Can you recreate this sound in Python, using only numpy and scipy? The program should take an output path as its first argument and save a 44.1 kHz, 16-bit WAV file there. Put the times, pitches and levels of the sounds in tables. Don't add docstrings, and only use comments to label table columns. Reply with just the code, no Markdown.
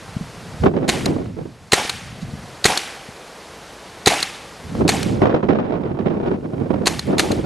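import sys
import numpy as np
from scipy import signal
from scipy.fft import rfft, irfft
from scipy.io import wavfile
from scipy.ndimage import uniform_filter1d

SR = 44100
rng = np.random.default_rng(int(sys.argv[2]) if len(sys.argv) > 2 else 0)


def log_audio(samples):
    frames = np.atleast_2d(samples).T
    limited = np.clip(frames, -1, 1)
    pcm = np.round(limited * 32767).astype(np.int16)
    wavfile.write(sys.argv[1], SR, pcm)


def voltage_ratio(level):
    return 10 ** (np.asarray(level, float) / 20)


N = 328545


def evened(x):
    return x / np.sqrt(np.mean(x ** 2) + 1e-20)


def read(points, hz):
    f, value = np.transpose(points)
    return np.interp(np.log(hz + 1), np.log(f + 1), value)


def add(mix, s, sound):
    part = mix[..., round(s * SR):round(s * SR) + sound.shape[-1]]
    part += sound[..., :part.shape[-1]]


def coloured(x, points):
    gain = voltage_ratio(read(points, np.fft.rfftfreq(x.shape[-1], 1 / SR)))
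    return irfft(rfft(x) * gain, x.shape[-1])


def burst(t, at_ms, rise_ms, fall_ms):
    since_ms = np.maximum(t * 1000 - at_ms, 0)
    rise = (1 - np.exp(-since_ms / rise_ms)) ** 2
    return rise * np.exp(-np.maximum(since_ms - 2 * rise_ms, 0) / fall_ms)


def gun():
    # t/s, hammer level/dB, gas level/dB, barrel level/dB, yard echo level/dB
    shots = [(0.8791, -10, -1.5, -4, -13.5), (1.7207, 3, -2, 1, -12.5), (2.6432, -4, -8.5, -7, -17.5),
             (4.0605, -3.5, -8.5, -4.5, -17), (4.8786, 0, -0.5, 0, -10), (6.858, -2.5, 1, -3.5, -16),
             (7.1827, 3, 2, -5, -14.5)]
    # t/s, level/dB, length/ms
    resets = [(1.0562, -2.5, 4.9), (1.893, -6, 6.6), (2.773, -8, 4.8), (4.2045, -8.5, .5), (4.2251, -9, 6),
              (5.028, -3, 4.3), (6.9914, -1.5, 4.2), (7.315, -4, 6.2)]
    # t/s, level/dB, length/ms
    splat = (2.205, -37, 23)
    sear_db, sear_s = -15, 0.0034
    reset_ring_db = -19
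    out, t = np.zeros(N), np.arange(2048) / SR
    for s, hammer_db, gas_db, barrel_db, yard_db in shots:
        add(out, s, shot(hammer_db, gas_db, barrel_db))
        add(out, s, voltage_ratio(yard_db) * yard())
        catch = burst(t, 0, 1.3, 1.5) * rattle(size=2048)
        add(out, s - sear_s, voltage_ratio(hammer_db + sear_db) * catch)
    for s, db, ms in resets + [splat]:
        add(out, s, voltage_ratio(db) * burst(t, 0, ms / 3, ms * .45) * rattle(size=2048))
    for s, db, ms in resets:
        add(out, s + ms / 2000, voltage_ratio(db + reset_ring_db) * ring(size=2048))
    return out


def shot(hammer_db, gas_db, barrel_db):
    # t/ms after the hammer, level/dB against the gas, rise/ms, fall/ms
    puffs = [(2, -8, 1.1, 26), (10.26, -0.5, 0.43, 1.7), (12.07, 5.5, 0.96, 0.93), (17.5, 2.5, 0.62, 2.4),
             (21.8, -19, 1.7, 3.5)]
    # t/ms after the hammer, strength (minus = suction)
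    pushes = [(10.3, -0.76), (13.6, 1.3), (18.6, -0.22)]
    # f/Hz, level/dB per Hz
    gas_colour = [(250, -29.5), (600, -3.5), (1500, -7), (2300, -4.5), (3100, -12.5), (4200, -4),
                  (5300, -17), (6300, -8.5), (12000, -21.5), (14000, -49)]
    slam_ms = 13.5
    kick_db, kick_hz, kick_ms = -25.5, 35, 12
    t = np.arange(4096) / SR
    clack = burst(t + .001, 0, 1.2, 1.5)
    hammer = voltage_ratio(hammer_db) * clack * rattle(size=4096)
    slam = voltage_ratio(gas_db + 6.5) * burst(t, slam_ms, 0.51, 0.84) * rattle(size=4096)
    jet = evened(coloured(rng.standard_normal(4096), gas_colour))
    pressure = sum(voltage_ratio(db) * burst(t, ms, rise, fall) for ms, db, rise, fall in puffs)
    gas = voltage_ratio(gas_db) * jet * pressure
    barrel = np.zeros(4096)
    for ms, strength in pushes:
        add(barrel, ms / 1000, strength * voltage_ratio(barrel_db) * ring(size=4096))
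    push = burst(t, pushes[0][0], 2.5, kick_ms)
    kick = voltage_ratio(barrel_db + kick_db) * push * np.sin(2 * np.pi * kick_hz * t)
    return hammer + slam + gas + barrel + kick


def ring(size):
    # f/Hz, level/dB, time to fall 60 dB/s
    modes = [(399, 3.5, 0.019), (756, -1, 0.02), (1870, -5, 0.025)]
    t = np.arange(size) / SR
    return sum(voltage_ratio(db - 60 * t / t60) * np.sin(2 * np.pi * hz * t) for hz, db, t60 in modes)


def rattle(size):
    # f/Hz, width/Hz, level/dB
    resonances = [(3980, 350, 19), (4300, 500, 15), (2380, 2100, 12), (6530, 650, 10.5), (8900, 1000, -8.5)]
    hz = np.fft.rfftfreq(size, 1 / SR)
    body = sum(voltage_ratio(db) / (1 + 2j * (hz - f) / width) for f, width, db in resonances)
    body = body + voltage_ratio(-31.5)
    thin = hz ** 2 / (hz ** 2 + 600 ** 2)
    return evened(irfft(rfft(rng.standard_normal(size)) * body * thin, size))


def yard():
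    # t/ms after the hammer, level/dB
    echoes = [(40.5, 17), (47, 11), (68, 11), (79, 15), (130, 12)]
    # f/Hz, level/dB per Hz
    yard_colour = [(88, -44), (150, -12), (476, -12.5), (604, -30), (781, -8.5), (973, -22), (1050, -18),
                   (2220, -12.5), (3450, -16), (9630, -23), (12000, -27.5), (15600, -57), (22000, -120)]
    # f/Hz, time to fall 60 dB/s
    yard_t60 = [(300, 0.58), (800, 0.96), (2500, 0.87), (6000, 0.8), (11000, 0.69)]
    # f/Hz, level/dB
    early = [(300, 3.5), (900, -17), (2500, -2), (5000, -3.5)]
    # f/Hz, width/Hz of each of two resonators, level/dB, fall/ms
    panel_hz, panel_width, panel_db, panel_fall_ms = (770, 430, 0, 30)
    first_ms = echoes[0][0]
    noise = evened(coloured(rng.standard_normal(SR), yard_colour))
    hz, frame_s, z = signal.stft(noise, SR, nperseg=128, noverlap=96)
    since_ms = np.maximum(frame_s * 1000 - 14, 0)
    lumps = uniform_filter1d(rng.standard_normal(z.shape), 3, 0)
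    lumps = evened(uniform_filter1d(lumps, 9, 1))
    z *= (1 - np.exp(-since_ms / 5)) * voltage_ratio(2.24 * lumps)
    z[:, frame_s * 1000 < first_ms] *= voltage_ratio(read(early, hz))[:, None]
    decay = voltage_ratio(-60 * frame_s / read(yard_t60, hz)[:, None])
    tail = signal.istft(z * decay, SR, nperseg=128, noverlap=96)[1]
    boards = 1 / (1 + 2j * (np.fft.rfftfreq(SR, 1 / SR) - panel_hz) / panel_width) ** 2
    hollow = evened(irfft(rfft(rng.standard_normal(SR)) * boards, SR))
    add(tail, 0, voltage_ratio(panel_db) * hollow * burst(np.arange(SR) / SR, first_ms, 9.7, panel_fall_ms))
    u = np.arange(256) / (0.00018 * SR)
    wave = (1 - u) * np.exp(-u) * (1 - np.exp(-3 * u))
    fade = np.exp(-np.arange(90) / 40)
    for (ms, db), spread in zip(echoes, rng.standard_normal((len(echoes), 90))):
        scattered = np.convolve(wave, np.r_[1, .25 * spread * fade])
        add(tail, ms / 1000, voltage_ratio(db) * scattered)
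    return tail


def wind():
    # t/s, rumble level/dB, roar level/dB
    course = [(0, -42, -80), (.35, -42.5, -88), (0.591, -33, -80), (.62, -23, -27.5), (.70, -16.5, -12.5),
              (.88, -31, -12.5), (.95, -18.5, -15), (1.15, -15, -21.5), (1.30, -20.5, -29.5),
              (1.36, -23.5, -41), (1.50, -26.5, -38), (1.70, -54, -88), (2.0, -38, -84), (2.25, -33, -70),
              (2.45, -39.5, -83), (2.6, -52, -91), (3.3, -61, -89), (4.58, -48.5, -64), (4.75, -25.5, -31),
              (4.82, -19, -15), (5.0, -14.5, -17), (5.18, -9.5, -12), (5.40, -23, -8), (5.47, -8.5, -22),
              (5.599, -15.5, -5), (5.95, -10, -8), (6.15, -14.5, -10), (6.339, -16, -4), (6.39, -19, -17),
              (6.622, -14.5, -15), (6.85, -20, -11.5), (7.031, -19.5, -30), (7.112, -17, -6.5),
              (7.45, -12.5, -11.5)]
    # f/Hz, level/dB per Hz
    rumble_colour = [(20, -39), (40, 1.5), (95, 13), (160, 13), (260, 5), (500, -51.5)]
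    roar_colour = [(35, -52), (60, -22), (154, 3.5), (349, 3.5), (388, 1), (655, -10.5), (1420, -41.5),
                   (2510, -35.5), (3580, -55), (6000, -53), (11700, -83), (19800, -120)]
    sizzle_colour = [(400, -25), (900, 3.5), (1600, -5), (2600, -11.5), (4500, -27.5), (7000, -42),
                     (12000, -70)]
    # f/Hz, correlation (minus = opposed)
    rumble_same = [(50, 0.96), (250, 1)]
    roar_same = [(100, .5), (270, 0.91), (600, 0.051), (1200, -0.053), (3000, -0.83)]
    # t/s, roar level/dB, fall/ms, slap level/dB
    gusts = [(.636, -15.5, 20, -6.5), (.655, -9.5, 25, -21), (.766, -15, 16, -4), (.826, -12.5, 13, -17),
             (1.058, -10, 75, -30), (1.105, -21, 52, -32), (1.16, -12.5, 20, -27),
             (1.195, -20.5, 18, -25.5), (1.365, -20, 20, -35), (1.385, -18, 19, -35), (1.411, -17, 11, -22),
             (1.453, -18, 6.7, -35), (4.751, -34, 22, -18.5), (4.851, -12.5, 33, -11.5),
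             (5.06, -23, 36, -30), (5.159, -18, 12, -10.5), (5.218, -0.5, 66, 9), (5.255, -6, 30, 11.5),
             (5.294, -2.5, 25, 8), (5.34, 4.5, 19, 0), (5.427, 2, 21.5, -20.5), (5.485, 5, 93, -0.5),
             (5.586, -2, 12, -1), (5.72, -3, 20, -10), (5.76, -24, 13, -10), (5.83, -19, 17, -13),
             (5.90, -21, 14, -8), (5.988, -6, 20, -5), (6.057, 1, 20.6, -14), (6.168, -11.5, 16, -29),
             (6.10, -7.5, 20, -5), (6.26, -9, 9.1, -6.5), (6.31, -18, 25, -13), (6.44, -25, 13, -28),
             (6.579, -45, 18, -14), (6.703, -5, 6.7, -17), (6.738, -11, 9.9, -13), (6.759, -17.5, 6.7, -15),
             (7.083, -18.5, 33, -28)]
    # t/s, level/dB, length/ms
    thumps = [(.075, -40, 34), (.165, -19, 12), (.205, -22, 32), (1.60, -30, 73), (1.655, -29.5, 20),
              (1.935, -24.5, 28), (2.05, -29.5, 34), (2.125, -31.5, 22), (2.216, -24.5, 30),
              (2.28, -24.5, 18), (2.335, -21, 13), (2.43, -33, 20), (3.086, -31, 13)]
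    # t/s, level/dB
    ticks = [(.666, -7), (1.222, -25), (1.258, -23), (5.31, -5), (5.326, -4), (5.627, -15), (5.65, -12),
             (6.008, -11), (6.408, -25), (6.437, -27), (6.579, -20), (6.703, -18), (6.742, -20),
             (6.759, -23), (6.818, -22)]
    lump_db, lump_s = 2.2, .012
    lean_db, wander_db, wander_s = -3, 2.5, .06
    sizzle_db, sizzle_growth = -18, 1.85
    s, *columns = np.transpose(course)
    rumble_level, roar_level = (voltage_ratio(np.interp(np.arange(N) / SR, s, c)) for c in columns)
    roar_level = roar_level * voltage_ratio(lump_db * wander(lump_s))
    t, slaps = np.arange(SR // 3) / SR, np.zeros((2, N))
    for at, db in ticks:
        hiss = evened(coloured(rng.standard_normal(1024), sizzle_colour))
        add(slaps, at, voltage_ratio(db) * burst(t[:1024], 0, 0.65, 2.3) * hiss)
    for at, db, ms in thumps:
        add(rumble_level, at, voltage_ratio(db) * burst(t, 0, ms * 0.1, ms * 0.5))
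    for at, db, ms, slap_db in gusts:
        gust = voltage_ratio(db) * burst(t, 0, 1.5, ms)
        add(roar_level, at, gust)
        add(rumble_level, at, voltage_ratio(-22) * gust)
        add(slaps, at, voltage_ratio(slap_db) * eddy())
    steady = voltage_ratio(1.5) * field(roar_colour, roar_same, patchy_db=1.2, flicker_db=0.78)
    rough = voltage_ratio(-2.5) * roar_level ** .35 * crackle()
    roar = roar_level * (steady + rough)
    sizzle = field(sizzle_colour, roar_same, patchy_db=1.6, flicker_db=1.7)
    roar += voltage_ratio(sizzle_db) * roar_level ** sizzle_growth * sizzle
    pan_db = lean_db + wander_db * wander(wander_s)
    rumble = field(rumble_colour, rumble_same, patchy_db=.8, flicker_db=2.5)
    return rumble_level * rumble + (roar + slaps) * voltage_ratio(np.array([[.5], [-.5]]) * pan_db)


def crackle():
    size = voltage_ratio(3 * np.minimum(rng.exponential(1, N), 2.5)) * (rng.random(N) < 600 / SR)
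    kind = rng.integers(0, 12, N)
    slaps = (signal.oaconvolve((size * (kind == k))[None], eddy(), axes=1)[:, :N] for k in range(12))
    return evened(sum(slaps))


def eddy():
    # f/Hz, level/dB per Hz
    slap_colour = [(60, -15), (200, -6), (500, 10.5), (1500, -9.5), (3500, -24), (5500, -33.5), (8000, -51),
                   (12000, -78)]
    noise = evened(coloured(rng.standard_normal((2, 1024)), slap_colour))
    return burst(np.arange(1024) / SR, 0, 0.47, 3.36) * noise


def wander(span_s):
    size = round(span_s * SR)
    return evened(uniform_filter1d(uniform_filter1d(rng.standard_normal(N), size), size))


def field(points, same, patchy_db, flicker_db):
    frames, hz = N // 64 + 5, np.fft.rfftfreq(256, 1 / SR)
    patches = uniform_filter1d(rng.standard_normal((frames, 129)), 15, 0)
    patches = evened(uniform_filter1d(patches, 4, 1))
    flicker = evened(uniform_filter1d(rng.standard_normal((2, 1, frames)), 8))
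    noise = coloured(rng.standard_normal((2, N)), points)
    _, _, (za, zb) = signal.stft(noise, nperseg=256, noverlap=192)
    c = np.clip(read(same, hz), -1, 1)[:, None]
    z = np.array([za, c * za + np.sqrt(1 - c ** 2) * zb])
    z *= voltage_ratio((patchy_db * patches.T + flicker_db * flicker)[..., :z.shape[-1]])
    return evened(signal.istft(z, nperseg=256, noverlap=192)[1][:, :N])


def far_air():
    # f/Hz, level/dB per Hz
    air_colour = [(24, -54.5), (40, -2), (90, -4.5), (276, -2.5), (335, 0), (377, -2.5), (456, 2),
                  (490, 0.5), (956, -3.5), (1210, -5), (3470, -13), (4510, -13), (12000, -24), (15600, -63),
                  (22000, -120)]
    return voltage_ratio(-39) * field(air_colour, [(100, 0)], patchy_db=.7, flicker_db=.2)[0]


def scene():
    # f/Hz, side minus mid level/dB
    side_colour = [(200, -52), (1100, -34.5), (2600, -22), (3600, -10.5)]
    middle = gun() + far_air()
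    smeared = signal.fftconvolve(middle, rng.standard_normal(400) / 20)[:N]
    width = coloured(smeared, side_colour)
    return middle + np.array([[1], [-1]]) * width + wind()


def gain_control(dry):
    bass = signal.sosfilt(signal.butter(2, 500, fs=SR, output="sos"), dry)
    power_db = 10 * np.log10(abs(uniform_filter1d((bass ** 2).mean(0), 441)) + 1e-9)
    lasting_db = np.r_[np.full(1500, -60.), uniform_filter1d(power_db, 3500)][:N]
    fall = np.arange(N) * 12.46 / SR
    held_db = np.maximum.accumulate(lasting_db + fall) - fall
    over_db = np.maximum(held_db + 24.0, 0)
    return dry / voltage_ratio(0.8 * over_db)


def top_cut(x):
    return signal.sosfilt(signal.butter(12, 12190, fs=SR, output="sos"), x)


def record(dry):
    left, right = gain_control(dry)
    side = signal.oaconvolve((left - right) / 2, signal.firwin(255, 4050, fs=SR), "same")
    side += voltage_ratio(-34.5) * (left - right)
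    clipped = np.clip((left + right) / 2 + np.array([[1], [-1]]) * side, -.98, .98)
    edge = signal.firwin(255, 12300, window=("kaiser", 5), fs=SR)
    mix = signal.oaconvolve(clipped, edge[None], "same")
    return top_cut(mix)


dry = scene()
out = record(dry)
log_audio(out)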